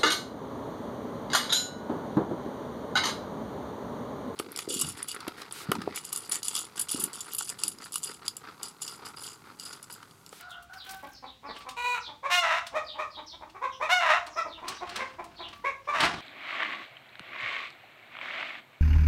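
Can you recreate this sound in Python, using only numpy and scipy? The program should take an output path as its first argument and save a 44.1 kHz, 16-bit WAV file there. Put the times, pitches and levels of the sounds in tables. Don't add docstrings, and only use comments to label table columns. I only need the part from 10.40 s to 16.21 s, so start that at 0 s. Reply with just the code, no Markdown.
import sys
import numpy as np
from scipy import signal
from scipy.fft import rfft, irfft, next_fast_len
from scipy.io import wavfile
from scipy.ndimage import uniform_filter1d

SR = 44100
rng = np.random.default_rng(int(sys.argv[2]) if len(sys.argv) > 2 else 0)


def wav_record(signal):
    frames = np.transpose(np.atleast_2d(signal))
    bounded = np.clip(frames, -1, 1)
    quanta = np.round(bounded * 32767).astype(np.int16)
    wavfile.write(sys.argv[1], SR, quanta)


N = 256200
TOP_HZ = 15800

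# frequency in Hz, relative level in dB.
YARD_SPECTRUM = [(25, -20), (55, 4.5), (110, -1), (200, -6.5), (450, -14), (900, -28), (2000, -18),
                 (4000, -19), (6500, -24), (10000, -30), (15000, -31)]
# frequency in Hz, T60 in seconds.
COOP_T60 = [(200, 0.71), (1000, 0.35), (3000, 0.37), (7000, 0.43), (14000, 0.026)]
# peak time in seconds, length in seconds, level in dB.
RUSTLE_STROKES = [(.01, 0.04, -54), (0.114, 0.087, -59), (.36, 0.13, -55.5), (.51, 0.18, -45.5),
                  (0.697, 0.13, -54), (5.16, 0.3, -69)]
# start and length in seconds, first pitch in Hz, limit of its fall as a share,
# level in dB.
PEEP_NOTES = [(.01, 0.025, 6180, 0.36, -54.5), (0.082, 0.06, 3990, 0.27, -48),
              (0.352, 0.1, 5330, 0.46, -46.5), (0.717, 0.065, 6580, 0.52, -50),
              (0.84, 0.094, 5020, 0.48, -48.5), (1.057, 0.11, 5220, 0.48, -47.5),
              (1.602, 0.079, 6135, 0.55, -40), (2.44, 0.12, 5170, 0.47, -42.5),
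              (2.699, 0.1, 5170, 0.41, -44.5), (2.856, 0.12, 5485, 0.44, -45.5),
              (3.303, .055, 3890, 0.24, -48), (3.32, 0.032, 6930, 0.26, -51.5),
              (3.891, 0.14, 6150, .2, -49), (4.073, .11, 5160, 0.47, -48),
              (4.338, 0.057, 6100, 0.43, -46.5), (4.953, .135, 4950, 0.49, -43.5),
              (5.436, 0.062, 6100, .2, -63.5), (5.692, 0.13, 5630, 0.47, -51)]
# start and length in seconds, top pitch in Hz, level in dB, roughness from 0 to 1.
WHINE_NOTES = [(-.03, 0.13, 726, -47.5, 0.4), (.11, 0.11, 701.4, -46.5, 0.4), (.29, 0.12, 761, -48, 0.4),
               (.46, 0.13, 773.4, -46.5, 0.03), (.665, 0.053, 796, -49.5, 0.15)]
# frequency in Hz, gain in dB.
DOOR_SPECTRUM = [(30, -36), (70, -11), (140, -9), (300, -0.5), (500, -4), (1000, 4.5), (1500, 5.5),
                 (2000, 4.5), (2900, 5), (4300, 1.5), (5500, -4), (7000, -10), (9000, -11), (11000, -20.5),
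                 (15000, -27.5)]
# frequency in Hz, level in dB, T60 in seconds.
STEEL_MODES = [(219, -21.5, 1), (330.5, -25.5, 0.37), (1150, -7, 0.49), (1305, -2, 0.047),
               (2790, -4.5, 0.1), (3360, -14.5, 0.038), (4400, -11, 0.052), (8500, -30, .08)]
# start in seconds, level in dB, tilt in dB per octave.
DOOR_KNOCKS = [(0.103, -51, 10.5), (0.223, -51, 16.5), (.332, -46, 1), (0.49, -40.5, 4.5),
               (0.507, -44.5, 12), (1.162, -42.5, -1), (1.183, -51, 17), (1.204, -49, 0), (1.287, -39, 5),
               (1.306, -48.5, 7), (2.265, -37.5, 4.5), (3.096, -54.5, 2.5), (3.864, -42.5, 3.5),
               (4.28, -30.5, 5.5), (4.491, -38.5, 1), (4.557, -30.5, 2.5), (4.84, -50.5, 8.5),
               (5.082, -45.5, -1), (5.128, -44, -1.5), (5.156, -54, -0.5), (5.558, -38, -4.5),
               (5.602, -23.5, 1), (5.633, -27.5, 1), (5.649, -28.5, 1)]
# peak time and length in seconds, level in dB, tilt in dB per octave.
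BOLT_STROKES = [(0.016, 0.1, -48, 0), (0.53, 0.69, -52, -2), (1.18, 0.23, -51, 0.5),
                (4.307, 0.27, -43, -2.5), (4.557, 0.33, -37, -3), (5.005, 1, -54, -5),
                (5.644, .25, -27, -3.16), (5.79, 0.32, -48, -7.7)]
# start and length in seconds, peak position as a share, nominal pitch in Hz,
# relative level in dB, mouth resonance in Hz.
CLUCK_NOTES = [(0.624, 0.039, 0.4, 310.3, -43, 726), (0.822, 0.051, 0.49, 275.2, -43, 900),
               (1.025, 0.082, 0.4, 297, -44, 1160), (1.081, 0.032, 1, 229.7, -37, 1840),
               (1.244, 0.059, 0.57, 271.5, -42, 1120), (1.667, 0.048, 0.62, 307, -44, 900),
               (1.825, 0.076, 0.4, 577, -31.5, 1000), (2.312, 0.042, 0.48, 293, -45, 910),
               (2.336, .06, 0.54, 660.6, -27.5, 771), (2.536, 0.054, 0.63, 310.6, -45, 915),
               (2.577, 0.076, 0.28, 628, -32.5, 1040), (2.762, 0.051, 0.57, 332, -41.5, 1050),
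               (2.922, 0.039, 0.72, 341, -49, 820), (3.005, .046, 0.53, 333.3, -43, 890),
               (3.137, 0.053, 0.57, 413, -43.5, 1250), (3.21, 0.0647, 0.56, 544, -28.5, 1150),
               (3.397, 0.091, 0.37, 638.7, -29.5, 985), (3.862, 0.038, 0.63, 329.7, -44, 1060),
               (3.954, 0.07, 0.5, 674.3, -29, 1290), (4.047, .049, 0.41, 346.7, -39, 633),
               (4.162, 0.062, 0.47, 335.5, -47.5, 1090), (4.215, 0.059, 0.39, 369.5, -38.5, 1090),
               (4.273, 0.048, 0.57, 386.5, -42.5, 1150), (4.403, .051, .55, 363.3, -35.5, 800),
               (4.58, 0.064, 0.43, 550, -31.5, 2000), (4.778, 0.042, 0.56, 353, -37.5, 820),
               (4.988, 0.048, .5, 352, -39.5, 790), (5.238, 0.0858, 0.12, 562, -29.5, 2260),
               (5.47, 0.066, 0.4, 602.6, -27.5, 1150)]
# time in seconds, relative level in dB.
MOAN_EFFORT = [(1.362, -47), (1.376, -34), (1.398, -32), (1.434, -32.5), (1.45, -28), (1.548, -29),
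               (1.595, -35)]
# start, clear length and rasp length in seconds, top pitch in Hz, scoop, sag and
# rebound as shares of pitch, period-doubled opening in seconds, added tilt in dB per octave, level in dB.
SQUAWK_NOTES = [(1.895, .138, .18, 717, 0.027, 0.11, 0.0079, 0.059, 0.34, -23.5),
                (3.487, .122, .2, 730, 0.1, .17, 0.014, 0.008, -1.4, -23),
                (5.53, 0.0098, .18, 701.8, 0.042, .16, 0.11, 0.023, 1.2, -27.5)]
# frequency in Hz, gain in dB.
WHINE_TRACT = [(400, -15.5), (760, -3), (1480, 4), (2200, -22), (3000, -25), (5000, -35), (12000, -49)]
CLUCK_TRACT = [(200, -9.5), (350, -1), (620, 1.5), (1100, 4.5), (1550, -4.5), (2100, -8), (2500, -3.5),
               (3000, -26.5), (3800, -20), (4700, -33), (6300, -32.5), (9000, -43), (15000, -52)]
MOAN_TRACT = [(250, -34), (490, -6.5), (980, 5), (1450, -9), (1950, -13), (2450, -1.5), (2950, -14),
              (3450, -24.5), (3950, -13), (4450, -24.5), (5200, -37.5), (6500, -29), (8000, -34),
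              (10000, -41), (15000, -47)]
SQUAWK_TRACT = [(330, -25), (520, -9), (690, 3), (1050, 8.5), (1400, 1.5), (1900, 4), (2400, -0.5),
                (2850, 0.5), (3250, -9.5), (3750, -4.5), (4700, -17.5), (5400, -13.5), (6500, -18.5),
                (9000, -27), (15000, -36)]


def undb(db):
    return 10 ** (np.asarray(db) / 20)


def unit(x):
    return x / np.sqrt(np.mean(x ** 2) + 1e-18)


def ramp(t, length_s):
    return np.clip(t / length_s, 0, 1)


def at_hz(points, hz):
    knots_hz, values = np.transpose(points)
    return np.interp(np.log(np.maximum(hz, 1)), np.log(knots_hz), values)


def colour(x, spectrum, tilt_db_oct=0, peak_hz=1000, peak_db=0, width_oct=.25):
    size = next_fast_len(len(x) + 4096)
    hz = np.maximum(np.fft.rfftfreq(size, 1 / SR), 20)
    db = at_hz(spectrum, hz) + tilt_db_oct * np.log2(hz / 1000)
    db += peak_db / (1 + (np.log2(hz / peak_hz) / width_oct) ** 2)
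    cepstrum = irfft(np.log(undb(db)), size)
    cepstrum[1:size // 2] *= 2
    cepstrum[size // 2 + 1:] = 0
    return irfft(rfft(x, size) * np.exp(rfft(cepstrum)), size)[:len(x)]


def wander(count, rate_hz):
    step = max(int(SR / rate_hz), 1)
    return unit(uniform_filter1d(uniform_filter1d(rng.standard_normal(count), step), step))


def add(track, start_s, x):
    i = max(int(start_s * SR), 0)
    track[i:i + len(x)] += x[:max(N - i, 0)]


def stroke(peak_s, length_s, db, rise_share=.42):
    t = np.arange(N) / SR
    distance = np.maximum((peak_s - t) / rise_share, (t - peak_s) / (1 - rise_share)) / length_s
    return undb(db - 20 * distance)


def yard(level_db=-62.2):
    return unit(colour(rng.standard_normal(N), YARD_SPECTRUM)) * undb(level_db)


def coop(x, gap_s=0.0036, early_db=3, early_s=0.032):
    t = np.arange(int(.7 * SR)) / SR
    hz = np.fft.rfftfreq(len(t), 1 / SR)
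    noise, tail = rfft(rng.standard_normal(len(t))), 0
    for band_hz, t60_s in COOP_T60:
        band = at_hz([(f, f == band_hz) for f, _ in COOP_T60], hz)
        tail += irfft(noise * band, len(t)) * undb(-60 * t / t60_s)
    tail *= ramp(t - gap_s, gap_s) * (1 + undb(early_db) * np.exp(-t / early_s))
    return signal.fftconvolve(x, tail / np.sqrt(np.sum(tail ** 2)))[:N]


def rustle(grain_db=5, edge_hz=7000):
    grains = rng.standard_normal(N) * undb(grain_db * wander(N, 250))
    hiss = signal.sosfilt(signal.butter(2, edge_hz, "high", fs=SR, output="sos"), grains)
    return unit(hiss) * sum(stroke(*row) for row in RUSTLE_STROKES)


def peeps(flutter_db=5, warble=.06, husk=.052):
    track = np.zeros(N)
    for start_s, length_s, pitch_hz, fall, db in PEEP_NOTES:
        progress = np.arange(0, length_s, 1 / SR) / length_s
        count = len(progress)
        pace = rng.uniform(1.6, 2.2)
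        slide = 1 - fall * (1 - np.exp(-progress * pace))
        hz = pitch_hz * slide * (1 + warble * wander(count, 137.6) + husk * wander(count, 1440))
        flutter = unit(undb(flutter_db * wander(count, 147)))
        gain = undb(db) * flutter * np.sin(np.pi * progress) ** 0.6
        add(track, start_s, gain * np.sin(2 * np.pi * np.cumsum(hz) / SR))
    return track


def door_knocks(contact_s=.003, knock_s=0.0052, rattle_s=0.018, rattle_db=-14, ring_db=-3):
    t = np.arange(int(.6 * SR)) / SR
    envelope = np.exp(-t / knock_s) + undb(rattle_db) * np.exp(-t / rattle_s)
    envelope *= (1 - np.exp(-t / contact_s)) ** 2
    envelope /= envelope.max()
    modes = [undb(db - 60 * t / t60_s) * np.sin(2 * np.pi * hz * t) for hz, db, t60_s in STEEL_MODES]
    track = np.zeros(N)
    for start_s, db, tilt_db_oct in DOOR_KNOCKS:
        crack = envelope * unit(colour(rng.standard_normal(len(t)), DOOR_SPECTRUM, tilt_db_oct))
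        ring = rng.standard_normal(len(modes)) @ modes
        add(track, start_s, undb(db) * (crack + undb(ring_db) * ring))
    return track


def bolt_scrapes(grain_db=4):
    catches = rng.standard_normal(N) * undb(grain_db * wander(N, 97))
    return sum(unit(colour(catches, DOOR_SPECTRUM, tilt_db_oct)) * stroke(peak_s, length_s, db)
               for peak_s, length_s, db, tilt_db_oct in BOLT_STROKES)


def syrinx(hz, rough, doubling, waver=0.00519, jitter=.125, shimmer=.75, air=.4):
    count = len(hz)
    drift = waver * (1 + 2 * rough) * wander(count, 77.4)
    hz = hz * (1 + drift + jitter * rough * wander(count, 900))
    phase = 2 * np.pi * np.cumsum(hz) / SR
    harmonics = range(1, int(TOP_HZ / np.median(hz)) + 1)
    pulses = unit(sum(np.cos(k * phase) * (k * hz < TOP_HZ) for k in harmonics))
    beats = 1 + doubling * np.cos(phase / 2) + shimmer * rough * wander(count, 930)
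    hiss = air * rough * (1 + np.cos(phase)) * rng.standard_normal(count)
    return pulses * beats + hiss


def call(hz, rough, doubling, rasp_mix, tract,
         clear_db_oct=0.5, rasp_db_oct=-2.8, peak_hz=1400, peak_db=3):
    source = syrinx(hz, np.clip(rough, 0, 1), np.clip(doubling, 0, 1))
    clear = colour(source, tract, clear_db_oct)
    rasp = colour(source, tract, rasp_db_oct, peak_hz, peak_db)
    voice = (1 - rasp_mix) * clear + rasp_mix * rasp
    voice /= np.sqrt(uniform_filter1d(voice ** 2, size=900) + 1e-12)
    return voice * signal.windows.tukey(len(hz), .04)


def whines(attack_s=0.012, release_s=0.028, arch=0.042):
    track = np.zeros(N)
    for start_s, length_s, pitch_hz, db, rough in WHINE_NOTES:
        t = np.arange(0, length_s, 1 / SR)
        hz = pitch_hz * (1 - arch * (2 * t / length_s - 1) ** 2)
        gain = undb(db) * ramp(t, attack_s) * ramp(length_s - t, release_s)
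        add(track, start_s, gain * call(hz, rough, doubling=0, rasp_mix=rough, tract=WHINE_TRACT))
    return track


def clucks(open_s=0.01281, sag=0.2, relaxed_hz=356, opening_db_oct=5, gain_db=4):
    track = np.zeros(N)
    for start_s, length_s, peak_share, pitch_hz, db, mouth_hz in CLUCK_NOTES:
        press_oct = max(np.log2(pitch_hz / relaxed_hz), 0)
        tilt_db_oct = -0.14 + 4 * press_oct
        t = np.arange(0, length_s, 1 / SR)
        progress = t / length_s
        closed = np.exp(-t / open_s)
        rough = np.clip(.42 - .19 * press_oct + closed / 2, 0, 1)
        source = syrinx(np.full(len(t), float(pitch_hz)), rough, doubling=0.2 * rough)
        dull = unit(colour(source, CLUCK_TRACT, tilt_db_oct - opening_db_oct, peak_hz=1150, peak_db=11))
        bright = unit(colour(source, CLUCK_TRACT, tilt_db_oct, mouth_hz, peak_db=8))
        scoop = rng.uniform(.15, .42)
        speed = 1 - scoop * closed - sag * np.maximum(progress - .5, 0)
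        note = np.interp(np.cumsum(speed) / SR, t, closed * dull + (1 - closed) * bright)
        effort = np.interp(progress, [0, np.clip(peak_share, .1, .8), 1], [.05, 1, 0])
        add(track, start_s, undb(db + gain_db) * effort * note)
    return track


def moan(top_hz=496.6, climb_hz_per_s=124, top_s=1.505, break_s=1.55, slip_s=0.0098, drop=0.0856,
         settle_s=0.032, gain_db=-0.5):
    times_s, db = np.transpose(MOAN_EFFORT)
    t = np.arange(times_s[0], times_s[-1], 1 / SR)
    slipped = (1 + np.tanh((t - break_s) / slip_s / 2)) / 2
    hz = (top_hz - climb_hz_per_s * np.maximum(top_s - t, 0)) * (1 - drop * slipped)
    rough = .09 + .25 * np.exp((t[0] - t) / settle_s) + .5 * slipped ** 2
    voice = call(hz, rough, doubling=.3 * slipped, rasp_mix=slipped, tract=MOAN_TRACT,
                 clear_db_oct=2.74, rasp_db_oct=3.5, peak_db=15)
    track = np.zeros(N)
    add(track, t[0], undb(gain_db + np.interp(t, times_s, db)) * voice)
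    return track


def squawks(attack_s=0.021, crack_s=.028, break_s=0.018, release_s=0.068, droop=.06, throb_db=2.3):
    track = np.zeros(N)
    for start_s, clear_s, rasp_s, top_hz, scoop, sag, rebound, doubled_s, tilt_db_oct, db in SQUAWK_NOTES:
        t = np.arange(0, clear_s + rasp_s, 1 / SR)
        arch = np.where(t < clear_s / 2, scoop, droop) * (2 * ramp(t, clear_s) - 1) ** 2
        dip = np.interp((t - clear_s) / rasp_s, [0, .46, .84], [0, sag - droop, -rebound - droop / 2])
        broken = ramp(t - clear_s + break_s / 2, break_s)
        rough = .025 + .5 * np.exp(-t / crack_s) + .5 * broken
        doubling = np.maximum(1 - ramp(t - doubled_s, crack_s), .5 * broken)
        effort = ramp(t, attack_s) * ramp(t[-1] - t, release_s)
        catch_db = -4 * np.exp(-((t - clear_s + break_s) / break_s) ** 2)
        gain = effort * undb(db + catch_db + throb_db * wander(len(t), 59))
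        rasp_mix = 1 - ramp(t, crack_s) * (1 - ramp(t, clear_s) ** 2)
        voice = call(top_hz * (1 - arch - dip), rough, doubling, rasp_mix, SQUAWK_TRACT,
                     clear_db_oct=2.5 + tilt_db_oct, rasp_db_oct=-1.5 + tilt_db_oct / 2,
                     peak_hz=1540, peak_db=5)
        add(track, start_s, gain * voice)
    return track


def scene():
    sources = [(clucks(), -3), (moan() + squawks(), -7), (whines(), -2), (peeps(), 2),
               (door_knocks() + bolt_scrapes(), -11)]
    direct = sum(x / np.hypot(1, undb(wet_db)) for x, wet_db in sources)
    to_walls = sum(x / np.hypot(1, undb(-wet_db)) for x, wet_db in sources)
    return (direct + coop(to_walls) + rustle() + yard())[None]


def record(dry, low_hz=40):
    thinned = signal.sosfilt(signal.butter(2, low_hz, "high", fs=SR, output="sos"), dry)
    return signal.sosfilt(signal.ellip(10, .2, 70, TOP_HZ, fs=SR, output="sos"), thinned)


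dry = scene()
out = record(dry)
wav_record(out)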